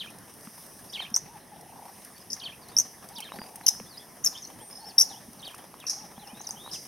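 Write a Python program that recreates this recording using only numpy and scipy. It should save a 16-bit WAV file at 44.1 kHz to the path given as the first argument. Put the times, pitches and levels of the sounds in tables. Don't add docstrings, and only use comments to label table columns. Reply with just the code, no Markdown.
import sys
import numpy as np
from scipy import signal
from scipy.fft import rfft, irfft
from scipy.io import wavfile
from scipy.ndimage import uniform_filter1d, map_coordinates

SR = 44100
rng = np.random.default_rng(int(sys.argv[2]) if len(sys.argv) > 2 else 0)


def invert_db(level):
    return 10 ** (np.asarray(level, dtype=float) / 20)


def dump_mix(stems):
    frames = np.atleast_2d(stems).T
    limited = np.clip(frames, -1, 1)
    pcm = np.round(limited * 32767).astype(np.int16)
    wavfile.write(sys.argv[1], SR, pcm)


N = 302967

# [f/Hz, density/dB]
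AIR_SPECTRUM = [(15, -28), (25, -16.5), (191, 0), (407, -6), (540, -7), (763, -5.5), (989, -8), (1490, -16),
                (1770, -11), (2400, -19.5), (3050, -19.5), (4400, -23), (5720, -41), (9680, -120)]
# [f/Hz, density/dB]
GRASS_SPECTRUM = [(2590, -42.5), (4300, -29), (4850, -7.5), (5730, -4), (6410, -9), (7140, -18),
                  (7610, -23), (8050, -13.5), (8850, -3), (11000, -4.5), (13000, -10), (14800, -15),
                  (15900, -17)]
# [t/s, level/dB]
GRASS_SWELL = [(0, -55.5), (.3, -54), (.6, -50), (.9, -52.5), (1.2, -57), (1.6, -57), (2.0, -52.5),
               (2.4, -55.5), (3.2, -54), (4.2, -54), (5.2, -54), (6.0, -56), (6.87, -51)]
# [f/Hz, likeness 0..1]
EAR_LIKENESS = [(30, 0.3), (150, 0.99), (350, 0.71), (1500, 0.88), (3000, 1), (7000, 0.7), (9000, 0.7),
                (14000, 0.89)]
EARS = np.array([[.5], [-.5]])
# [t/ms, f/Hz, level/dB]
CROSSING_VOICES = [
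    [(0, 6400, -15), (12, 5300, -5), (21, 4200, -7)],
    [(4, 2950, -17), (20, 4000, 0), (26, 3500, -6), (36, 3150, 3), (57, 2150, -12), (67, 2300, -12),
     (72, 3150, 2), (79, 3150, 4), (83, 2500, -13), (97, 1900, -16), (120, 1600, -21)],
    [(52, 4250, -18), (62, 4350, -16), (70, 4900, -21)],
    [(80, 4100, -7), (87, 4350, -10), (95, 3850, -4), (103, 3650, -3), (113, 3250, -11), (122, 3100, -6),
     (130, 3300, -13)],
    [(128, 2200, -10), (150, 3050, -13)],
]
# [t/ms, f/Hz, level/dB]
TUMBLING_VOICES = [
    [(13, 2700, -16), (24, 3350, -3), (29, 3050, -8), (33, 3250, 0), (37, 2700, -12), (46, 2250, -18)],
    [(37, 4450, -14), (44, 4600, -2), (51, 4300, -5), (57, 3750, -2), (64, 3200, 3), (78, 2950, -5),
     (85, 2600, -10), (89, 1850, -15), (103, 1600, -17)],
    [(92, 3300, -14), (101, 3250, -8), (115, 3000, -14)],
    [(124, 2350, -9), (146, 2900, -18)],
]
# [start t/s, level/dB, tempo stretch]
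CROSSINGS = [
    (.923, -32.8, 1.0),
    (3.149, -41, 1.05),
]
# [start t/s, level/dB, tempo stretch]
TUMBLINGS = [
    (-.053, -34.5, 1.0),
    (2.398, -35, 1.0),
    (5.41, -40, 1.0),
]
# [start t/s, length/ms, start f/Hz, end f/Hz, level/dB]
FALLS = [(2.615, 36, 5170, 4150, -58), (3.888, 75, 5250, 3730, -53.5), (2.398, 7, 6440, 2980, -41),
         (4.421, 28, 6570, 5160, -41), (4.609, 70, 8900, 8720, -49), (4.7, 110, 9250, 9060, -53),
         (4.894, 16, 5300, 4100, -50), (4.91, 12, 4100, 2300, -56), (5.092, 56, 4500, 2840, -51.5),
         (5.39, 20, 5060, 3660, -49), (5.449, 12, 5400, 4100, -48), (5.49, 9.7, 2910, 2200, -49),
         (5.583, 20, 3950, 2890, -57.5), (5.393, 8, 6400, 5800, -52), (3.13, 15, 5600, 3400, -57),
         (3.152, 21, 6200, 4290, -44), (3.245, 34, 1900, 1550, -55), (3.241, 22, 4410, 3390, -48),
         (4.33, 18, 5170, 2900, -53), (.945, 8.8, 3880, 3100, -40), (3.668, 8, 3500, 2800, -39),
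         (6.452, 12, 4000, 3700, -51), (6.694, 6, 4000, 2600, -50), (0.004, 7, 4400, 3500, -37),
         (.018, 10, 4700, 3700, -49), (.02, 6, 2900, 2400, -48), (3.684, 5.6, 4600, 3400, -43),
         (5.801, 40, 4020, 2160, -51), (5.985, 35, 3730, 2400, -59.5), (6.195, 72, 4170, 2640, -56.5),
         (6.438, 13, 6600, 4000, -49), (6.48, 33, 5000, 4880, -47.5), (6.733, 31.5, 4310, 2560, -44.5)]
# [start t/s, length/ms, start f/Hz, end f/Hz, level/dB]
RISES = [(2.16, 28, 4450, 4700, -59), (2.198, 30, 5200, 4950, -52), (4.6, 26, 3000, 3450, -57),
         (0.89, 16.3, 4700, 4900, -54), (3.218, 14, 2100, 3100, -50), (2.685, 21.5, 3860, 4900, -54),
         (2.72, 36, 3650, 3750, -58), (3.635, 31, 3940, 4420, -55), (3.955, 20, 3960, 4480, -58),
         (3.974, 10, 4580, 5300, -39), (4.352, 24, 2870, 3850, -43.5), (4.378, 6.2, 3500, 3620, -46),
         (3.28, 22.4, 1700, 2500, -60), (5.428, 10, 3200, 3850, -42), (5.1, 25, 3500, 4100, -55),
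         (4.8, 31, 4250, 4500, -54.5), (4.843, 10, 4060, 5200, -52), (4.675, 22, 8720, 9300, -49),
         (5.155, 25.4, 2860, 3700, -51.5), (6.158, 24, 2980, 3570, -60.5), (6.27, 43, 2600, 3120, -54),
         (6.345, 69, 3600, 4050, -57), (6.56, 51, 2950, 3600, -53.5), (6.575, 46, 2750, 3420, -59),
         (6.6, 88, 3540, 3930, -49.5), (6.684, 12, 3630, 4540, -47), (6.3, 29, 2390, 2510, -55),
         (3.862, 22, 3220, 3700, -55.5)]
# [start t/s, length/ms, ends f/Hz, mid-note f/Hz, level/dB]
ARCHES = [(3.32, 20, 3950, 3800, -53), (3.354, 17, 4400, 4620, -54), (1.002, 8, 4360, 4300, -45),
          (3.34, 12, 4000, 4150, -59), (3.392, 15, 4680, 4860, -45), (3.416, 18, 4600, 4870, -43.5),
          (3.994, 32, 3130, 3520, -52), (4.44, 20, 4050, 4390, -50), (4.853, 42, 5280, 5420, -47),
          (5.853, 18, 2260, 2780, -52), (3.455, 20, 4800, 4900, -55), (6.513, 14, 8300, 8350, -49),
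          (6.698, 12, 8900, 9000, -55), (.898, 15, 5350, 5450, -49), (5.44, 34, 3750, 3850, -52),
          (3.172, 9.4, 3190, 3600, -44)]
# [t/s, peak level/dB, f/Hz]
TAPS = [(0.061, -40, 1300), (0.473, -39.5, 1190), (0.99, -54, 2300), (1.004, -32.5, 950),
        (1.169, -34, 1050), (1.025, -42, 1000), (3.125, -46, 1800), (3.29, -43, 1100), (3.393, -37, 1500),
        (3.44, -43, 1400), (5.457, -46, 1700), (5.605, -45, 1300), (3.32, -28, 1030), (3.388, -32, 1750),
        (3.417, -32, 900), (2.226, -47, 1700), (3.557, -43, 1900), (3.612, -38, 1900), (3.75, -44, 1500),
        (3.799, -39, 1010), (3.8, -37, 2500), (3.801, -39.5, 486), (5.478, -42, 721), (5.544, -35, 1100),
        (5.585, -43.5, 836), (5.741, -38, 1110), (5.841, -38.5, 1170), (6.179, -40, 796), (6.406, -38, 830),
        (6.492, -37, 850), (6.662, -36.5, 939), (6.677, -35, 980)]
# [t/s, peak level/dB]
SNAPS = [(.062, -36), (.104, -35), (.1856, -33), (.3393, -34), (.4086, -33), (.5892, -37), (0.664, -32),
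         (1.61, -31), (1.102, -32), (2.048, -26.5), (2.18, -31), (2.685, -30), (3.088, -27),
         (3.1834, -24.5), (3.204, -19), (3.5576, -21), (5.3323, -32.5), (5.4191, -32), (5.478, -29.5),
         (5.547, -28), (5.581, -31), (5.8007, -32), (6.49, -24.5)]
# [t/s, peak level/dB]
BUMPS = [
    (0.472, -23.5),
    (1.117, -24),
    (3.18, -31),
    (3.388, -22),
    (3.808, -25),
    (5.285, -27.5),
    (6.179, -27),
    (6.331, -25),
]
# [start t/s, echo level/dB, left-right difference/dB, rasp level/dB]
PLACES = [(1.137, -15.5, 0.5, -6.5), (2.295, -7, 3.5, -4), (2.764, -14.5, 0.5, -7), (3.662, -12, 3, -0.5),
          (4.24, -12, 3, 0), (4.374, -8, 1.2, -20.0), (4.42, -9, 1, -17), (4.706, -2, -4, -2),
          (4.979, -13, 3, -2.5), (5.861, 0.5, 2, -10), (6.27, 1, 4, -20.0), (6.39, -6, 1.5, -20.0),
          (6.467, -6, 1.5, 2), (6.711, 9, 4, -31)]
# [start t/s, start f/Hz, hold f/Hz, first dip f/Hz, later dips f/Hz]
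CHIRPS = [
    (1.14, 5584, 5700, 4287, 5720),
    (2.3, 6430, 5260, 4270, 4840),
    (2.765, 5320, 5570, 4280, 5730),
    (3.6636, 6870, 5240, 2850, 5035),
    (4.239, 6430, 7140, 6440, 5160),
    (4.98, 5823, 5560, 3570, 5100),
    (5.865, 6150, 5476, 3870, 5140),
    (6.711, 5320, 5190, 4310, 4910),
]
# [tempo stretch, opening level/dB, middle level/dB, closing level/dB, octave level/dB]
BURSTS = [
    (1.2, -18, -11, -24, -21),
    (1.01, -24, -22, -21.5, -16),
    (1.2, -18, -9, -16, -16),
    (1.02, -12, -13, -30, -11.5),
    (1.04, -9, -15, -22, -11),
    (.99, -8, -9, -9.5, -11),
    (1.02, -19.5, -26.5, -16.5, -18),
    (1.02, -30.5, -26.5, -33.5, -29),
]
TURNS_MS = [0, 4.5, 8.5, 15, 22, 28, 33.5, 38, 46]
# [f/Hz, lead per difference/(rad/dB)]
PORTS = [(4500, 0.15), (5900, .43), (7200, 0.75), (7400, -1.5), (10300, 0.1), (14000, -0.2)]
# [centre t/s, length/ms, start f/Hz, end f/Hz, peak level/dB]
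STROKES = [(4.377, 3.3, 3700, 6200, -28), (4.3855, 3.5, 3600, 6300, -29), (4.452, 5.5, 5380, 6400, -29),
           (4.475, 8.5, 6500, 5900, -32), (4.7125, 5.2, 5300, 5100, -35), (4.729, 4.6, 5430, 5100, -33),
           (4.7405, 4.7, 5440, 5350, -41), (4.757, 8.7, 4780, 5400, -34), (4.775, 3.8, 5200, 5350, -32),
           (6.276, 5.7, 5180, 5460, -36.5), (6.4, 10, 5640, 6160, -37), (6.415, 5.7, 5920, 6740, -26),
           (6.472, 7.1, 6760, 5040, -22), (6.509, 2.9, 5700, 6800, -16)]
# [centre t/s, length/ms, start f/Hz, end f/Hz, peak level/dB]
SWELLS = [(1.1442, 4.6, 5750, 5480, -9.5), (1.148, 1.6, 5320, 5030, -13.5), (1.153, 1.3, 5400, 6200, -11),
          (1.1642, 3.6, 6070, 5600, -4), (1.1763, 4, 6200, 6000, -15.5), (2.7681, 3.9, 5390, 5440, -6),
          (2.777, 1.56, 5370, 5860, -6.5), (2.7872, 4.3, 6240, 5580, -3), (2.8003, 3.5, 5600, 6500, -4.5),
          (2.804, 1.7, 6200, 6160, -8), (3.665, 2.2, 6500, 5860, -4), (3.6682, 2.6, 5940, 5240, -7.5),
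          (3.681, 2.2, 6540, 6000, -6), (3.683, 1.9, 6070, 5460, -7), (3.6855, 4.05, 5300, 5180, -6.5),
          (3.6883, 2.5, 5500, 6250, -4.5), (3.689, 4, 6130, 6370, -7), (4.2435, 8, 6270, 5500, -19),
          (4.249, 5, 6400, 6550, -14), (4.254, 5, 6570, 6940, -8), (4.263, 4, 5310, 5560, -7.5),
          (4.2665, 2.5, 5930, 5600, -12), (4.272, 3.1, 5340, 5200, -8), (4.2745, 2.1, 5120, 5970, -9.5),
          (4.2798, 1.6, 5530, 5870, -15), (4.984, 5.4, 5652, 5370, 1), (4.991, 2.8, 5200, 5900, -1.5),
          (4.9989, 3.5, 6250, 5200, -10), (5.0021, 2, 4980, 5860, -7), (5.006, 5, 5860, 5400, -12),
          (5.0108, 2.6, 5700, 5100, -2.5), (5.0146, 2.15, 5200, 5870, -3.5), (5.018, 5, 6320, 6380, -7),
          (5.024, 5.1, 5980, 5700, -12.5), (5.03, 6, 5900, 5470, -15), (5.868, 2.85, 5920, 5470, -17)]
# [centre t/s, length/ms, start f/Hz, end f/Hz, peak level/dB]
CRESTS = [
    (1.158, 8.6, 8700, 8060, -24),
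    (1.170, 7, 8000, 8640, -22),
    (2.781, 5, 8300, 8300, -22),
    (2.793, 4, 8200, 8500, -26),
    (4.9955, 3, 8000, 8500, -24),
    (5.0062, 4.4, 8400, 8400, -18),
    (3.667, 8, 14500, 8800, -20),
    (3.682, 5.7, 15000, 10000, -17),
    (4.9975, 4.5, 15200, 10800, -17),
    (4.2555, 4, 8800, 9000, -26),
]
# [start t/s, length/ms, mid-coo f/Hz, level/dB]
COOS = [
    (1.272, 100, 960, -54),
    (3.105, 103, 970, -52.5),
    (4.54, 103, 930, -58.5),
    (4.782, 69, 920, -53.5),
    (5.965, 89, 887, -55),
    (6.18, 64, 864, -55),
]
# [start t/s, last pulse t/s, f/Hz, level/dB, pulse rate/Hz]
ROLLS = [
    (1.512, 1.895, 820, -45, 30.5),
    (3.33, 3.713, 820, -46, 30),
    (4.86, 5.177, 820, -47, 30.5),
    (6.26, 6.578, 820, -49, 29.5),
]


def unit(x):
    return x / np.sqrt(np.mean(x ** 2) + 1e-20)


def along(points, hz):
    f, v = np.transpose(points)
    return np.interp(np.log(hz + 1), np.log(f + 1), v)


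def add(track, s, sound):
    part = track[..., max(round(s * SR), 0):][..., :sound.shape[-1]]
    part += sound[..., :part.shape[-1]]


def tone(hz, octave_db):
    phase = 2 * np.pi * np.cumsum(hz) / SR + rng.uniform(0, 2 * np.pi)
    return np.sin(phase) + invert_db(octave_db) * np.sin(2 * phase)


def bend(ms, start_hz, middle_hz, end_hz):
    u = np.linspace(-1, 1, round(ms * SR / 1000))
    slope = (end_hz - start_hz) / 2
    bow = (start_hz + end_hz) / 2 - middle_hz
    return u, middle_hz + slope * u + bow * u ** 2


def blur(x, depth, size):
    waving = unit(uniform_filter1d(rng.standard_normal(len(x)), size=size))
    return x * (1 + depth * waving)


def echo(x, near_t60, far_t60, far_db):
    t = np.arange(SR // 2) / SR
    tail = rng.standard_normal((2, len(t))) * (1 - np.exp(-t / 0.0027))
    tail[1] = 0.87 * tail[0] + 0.62 * tail[1]
    tail = tail * (invert_db(-60 * t / near_t60) + invert_db(far_db - 60 * t / far_t60))
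    return signal.fftconvolve(np.atleast_2d(x), tail / np.linalg.norm(tail[0]), axes=1)


def microphone_db(hz):
    colour = along(GRASS_SPECTRUM, hz)
    return np.where(hz < 5000, np.maximum(colour, -18), colour)


def through_microphone(x):
    hz = np.fft.rfftfreq(x.shape[-1], 1 / SR)
    return irfft(rfft(x) * invert_db(microphone_db(hz)), x.shape[-1])


def rush(spectrum, patchy_db):
    z = signal.stft(rng.standard_normal((2, N + 8192)), nperseg=512)[2]
    patches = uniform_filter1d(rng.standard_normal(z.shape[1:]), size=8, axis=0)
    patches = uniform_filter1d(patches, size=10, axis=1)
    pair = signal.istft(z * invert_db(patchy_db * unit(patches)), nperseg=512)[1]
    hz = np.fft.rfftfreq(pair.shape[1], 1 / SR)
    turn = np.arccos(np.clip(along(EAR_LIKENESS, hz), -1, 1)) / 2
    coloured = rfft(pair) * invert_db(along(spectrum, hz)) * [np.cos(turn), np.sin(turn)]
    mid, side = irfft(coloured, pair.shape[1])[:, :N]
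    return unit(np.array([mid + side, mid - side]))


def plain():
    stirs = rng.random((150, 2))
    kicks = np.bincount((stirs[:, 0] * N).astype(int), 1.5 * stirs[:, 1] ** 2, N)
    decay = invert_db(-60 * np.arange(SR // 25) / SR / 0.07)
    crackle = 1 + signal.fftconvolve(kicks, decay)[:N]
    wash = rush(AIR_SPECTRUM, patchy_db=2.0)
    rumble = uniform_filter1d(wash, size=70)
    air = invert_db(-51.7) * unit(rumble + crackle * (wash - rumble))
    breeze_db = np.interp(np.arange(N) / SR, *np.transpose(GRASS_SWELL))
    grass = invert_db(breeze_db) * rush(GRASS_SPECTRUM, patchy_db=1.3)
    return air + grass * crackle ** 0.57


def twitters():
    notes = []
    for voices, sung in (CROSSING_VOICES, CROSSINGS), (TUMBLING_VOICES, TUMBLINGS):
        for s, db, stretch in sung:
            for voice in voices:
                ms, pitch, level_db = np.transpose(voice)
                ms = ms * stretch
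                t = np.arange(ms[0] - 2, ms[-1] + 2, 1000 / SR)
                hz = uniform_filter1d(np.interp(t, ms, pitch), size=90, mode="nearest")
                notes.append((s + t[0] / 1000, hz, db + np.interp(t, ms, level_db), 1.3))
    return notes


def slides():
    notes = []
    for table, early in (FALLS, 0.6), (RISES, 0.55):
        for s, ms, start_hz, end_hz, db in table:
            middle_hz = start_hz + early * (end_hz - start_hz)
            notes.append((s - .0025, bend(ms + 5, start_hz, middle_hz, end_hz)[1], db, 2.5))
    for s, ms, ends_hz, middle_hz, db in ARCHES:
        notes.append((s - .0025, bend(ms + 5, ends_hz, middle_hz, ends_hz)[1], db, 2.5))
    return notes


def songbirds():
    out = np.zeros((2, N))
    for s, hz, db, flutter_db in twitters() + slides():
        u = np.linspace(-1, 1, len(hz))
        seconds = len(hz) / SR
        side, *knots = rng.standard_normal(51)
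        flutter = invert_db(flutter_db * map_coordinates(np.array(knots), [np.arange(len(hz)) / SR / .0045]))
        edge = np.clip((1 - np.abs(u)) * seconds / .009, 0, 1)
        pan = 0.9 * side * np.array([[1], [-1]])
        sound = invert_db(db + pan) * edge * flutter * tone(hz, -31.0)
        add(out, s, sound[:, max(-round(s * SR), 0):])
    blurred = blur(out.mean(axis=0), depth=.6, size=60)
    return out + invert_db(-6.2) * echo(blurred, near_t60=0.058, far_t60=0.32, far_db=-13)[:, :N]


def ticks():
    out = np.zeros((2, N))
    t = np.arange(SR // 25) / SR
    for s, db, hz in TAPS:
        ring = np.sin(2 * np.pi * hz * t) * (1 - np.exp(-t / 0.00031))
        add(out, s, invert_db(db + 7.5 - 60 * t * hz / 9) * ring)
        crack = uniform_filter1d(uniform_filter1d(rng.standard_normal(len(t)), size=8), size=8)
        add(out, s, invert_db(db + 4 - 60 * t / .012) * crack)
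    for s, db in SNAPS:
        grit = rng.standard_normal(len(t)) + 0.28 * rng.standard_normal((2, len(t)))
        add(out, s, invert_db(db - 3) * through_microphone(grit * invert_db(-60 * t / 0.03)))
    for s, db in BUMPS:
        thud = np.sin(2 * np.pi * 215 * t) * (1 - np.exp(-t / 0.0062))
        add(out, s, invert_db(db - 60 * t / 0.034) * thud)
    return out


def warble(start_hz, hold_hz, dip_hz, later_hz, stretch, opening_db, middle_db, closing_db, octave_db):
    top_hz, last_hz, end_hz = 8500, 6560, 5700
    throat_hz, above_width_hz, below_width_hz = 5900, 670, 1350
    rising_db, unsteady_db = -3.5, 4.5
    attack_ms, fade_from_ms, fade_db_per_ms = 3.5, 38.2, 2.5
    turn_hz = [start_hz, hold_hz, dip_hz, top_hz, later_hz, top_hz, later_hz, last_hz, end_hz]
    ms = np.arange(0, TURNS_MS[-1] + 8, 1000 / SR / stretch)
    turns = np.arange(len(TURNS_MS))
    step = np.interp(ms, TURNS_MS, turns)
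    eased = step - 0.73 * np.sin(2 * np.pi * step) / (2 * np.pi)
    hz = np.interp(eased, turns, turn_hz)
    tops = np.array(TURNS_MS)[[3, 3, 5, 5]] + [-1, 1, -1, 1]
    effort_db = np.interp(ms, tops, [opening_db, middle_db, middle_db, closing_db])
    effort_db -= fade_db_per_ms * np.maximum(ms - fade_from_ms, 0)
    effort_db += uniform_filter1d(rising_db * (np.gradient(hz) > 0), size=40)
    effort_db += unsteady_db * map_coordinates(rng.standard_normal(64), [ms / 1.623])
    width_hz = np.where(hz > throat_hz, above_width_hz, below_width_hz)
    throat = 1 / np.sqrt(1 + ((hz - throat_hz) / width_hz) ** 2)
    edges = np.clip(ms / attack_ms, 0, 1) ** 2 * np.clip((ms[-1] - ms) / 4, 0, 1)
    return invert_db(effort_db) * throat * edges * tone(hz, octave_db)


def wader_voices():
    starts = [row[0] for row in PLACES]
    calls = np.zeros((len(PLACES), SR // 8))
    lead = .01
    for (s, *shape), delivery in zip(CHIRPS, BURSTS):
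        k = np.searchsorted(starts, s + .005) - 1
        add(calls[k], s - starts[k] + lead, warble(*shape, *delivery))
    for table, octave_db in (STROKES + CRESTS, -31), (SWELLS, -21.5):
        for s, ms, start_hz, end_hz, db in table:
            k = np.searchsorted(starts, s) - 1
            u, hz = bend(1.3 * ms, start_hz, (start_hz + end_hz) / 2, end_hz)
            swell = np.abs(np.cos(u * np.pi / 2)) ** 1.4
            stroke = invert_db(db + .7) * swell * tone(hz, octave_db)
            add(calls[k], s - starts[k] + lead - len(u) / SR / 2, stroke)
    return calls


def at_the_ports(voice, pan_db):
    hz = np.fft.rfftfreq(len(voice), 1 / SR)
    arrival = np.exp(1j * EARS * pan_db * along(PORTS, hz)) * invert_db(-1.1 * EARS * pan_db * (hz > 7300))
    delay = rng.uniform(0.0043, 0.0049, (3, 2, 1))
    bounce = invert_db(-12.5) * np.exp(-2j * np.pi * hz * delay).sum(axis=0) / 2
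    return through_microphone(irfft(rfft(voice) * (arrival + bounce), len(voice)))


def waders():
    out = np.zeros((2, N))
    scatter = 0.77
    for (s, echo_db, pan_db, rasp_db), voice in zip(PLACES, wader_voices()):
        effort = uniform_filter1d(np.abs(voice), size=60)
        voice = voice + invert_db(rasp_db - 10.0) * effort * rng.standard_normal(len(voice))
        call = at_the_ports(voice, pan_db)
        blurred = through_microphone(blur(voice, scatter, size=22) / np.hypot(1, scatter))
        add(out, s - .01, invert_db(pan_db * EARS) * call)
        add(out, s - .01, invert_db(echo_db) * echo(blurred, near_t60=0.098, far_t60=0.5, far_db=-6.0))
    return out


def dove():
    out = np.zeros(N)
    for s, ms, middle_hz, db in COOS:
        u, hz = bend(ms, 710, middle_hz, 776)
        add(out, s, invert_db(db + 15.6 * u ** 2 + 3.5 * u) * (1 - u ** 8) * tone(hz, -33))
    sag_s, sag_db, sag_hz = .26, -4, 55
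    for s, last, centre_hz, db, rate in ROLLS:
        t = np.arange(s, last + .5 / rate, 1 / SR)
        beat = 2 * np.pi * rate * (t - last) + .3 * np.sin(2 * np.pi * 9 * (t - last))
        depth = np.clip((t - s) / 0.053, 0, 1)
        onset = np.clip((t - s) / .01, 0, 1)
        pulses = (1 - depth * (1 - np.cos(beat)) / 2) ** 1.2 * onset
        sag = np.sin(np.pi * np.clip((t - s) / sag_s, 0, 1))
        pulses = pulses * invert_db(sag_db * sag)
        hz = centre_hz + 15 - sag_hz * sag - 115 * depth * np.sin(beat)
        add(out, s, invert_db(db + 1.5) * pulses * tone(hz, -30))
    direct = invert_db([[1.2], [-1.2]]) * out
    return direct + invert_db(-8.5) * echo(out, near_t60=0.087, far_t60=0.22, far_db=-12)[:, :N]


def scene():
    return plain() + songbirds() + ticks() + waders() + dove()


def band_limit(x):
    return signal.sosfilt(signal.butter(12, 16470, fs=SR, output="sos"), x)


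def record(dry):
    hz = np.fft.rfftfreq(N, 1 / SR)
    dry = irfft(rfft(dry) * (hz < 15900), N)
    limited = dry / (1 + np.abs(dry / .8) ** 4) ** (1 / 4)
    mix = irfft(rfft(limited) * (hz < 16330), N)
    return band_limit(mix)


dry = scene()
out = record(dry)
dump_mix(out)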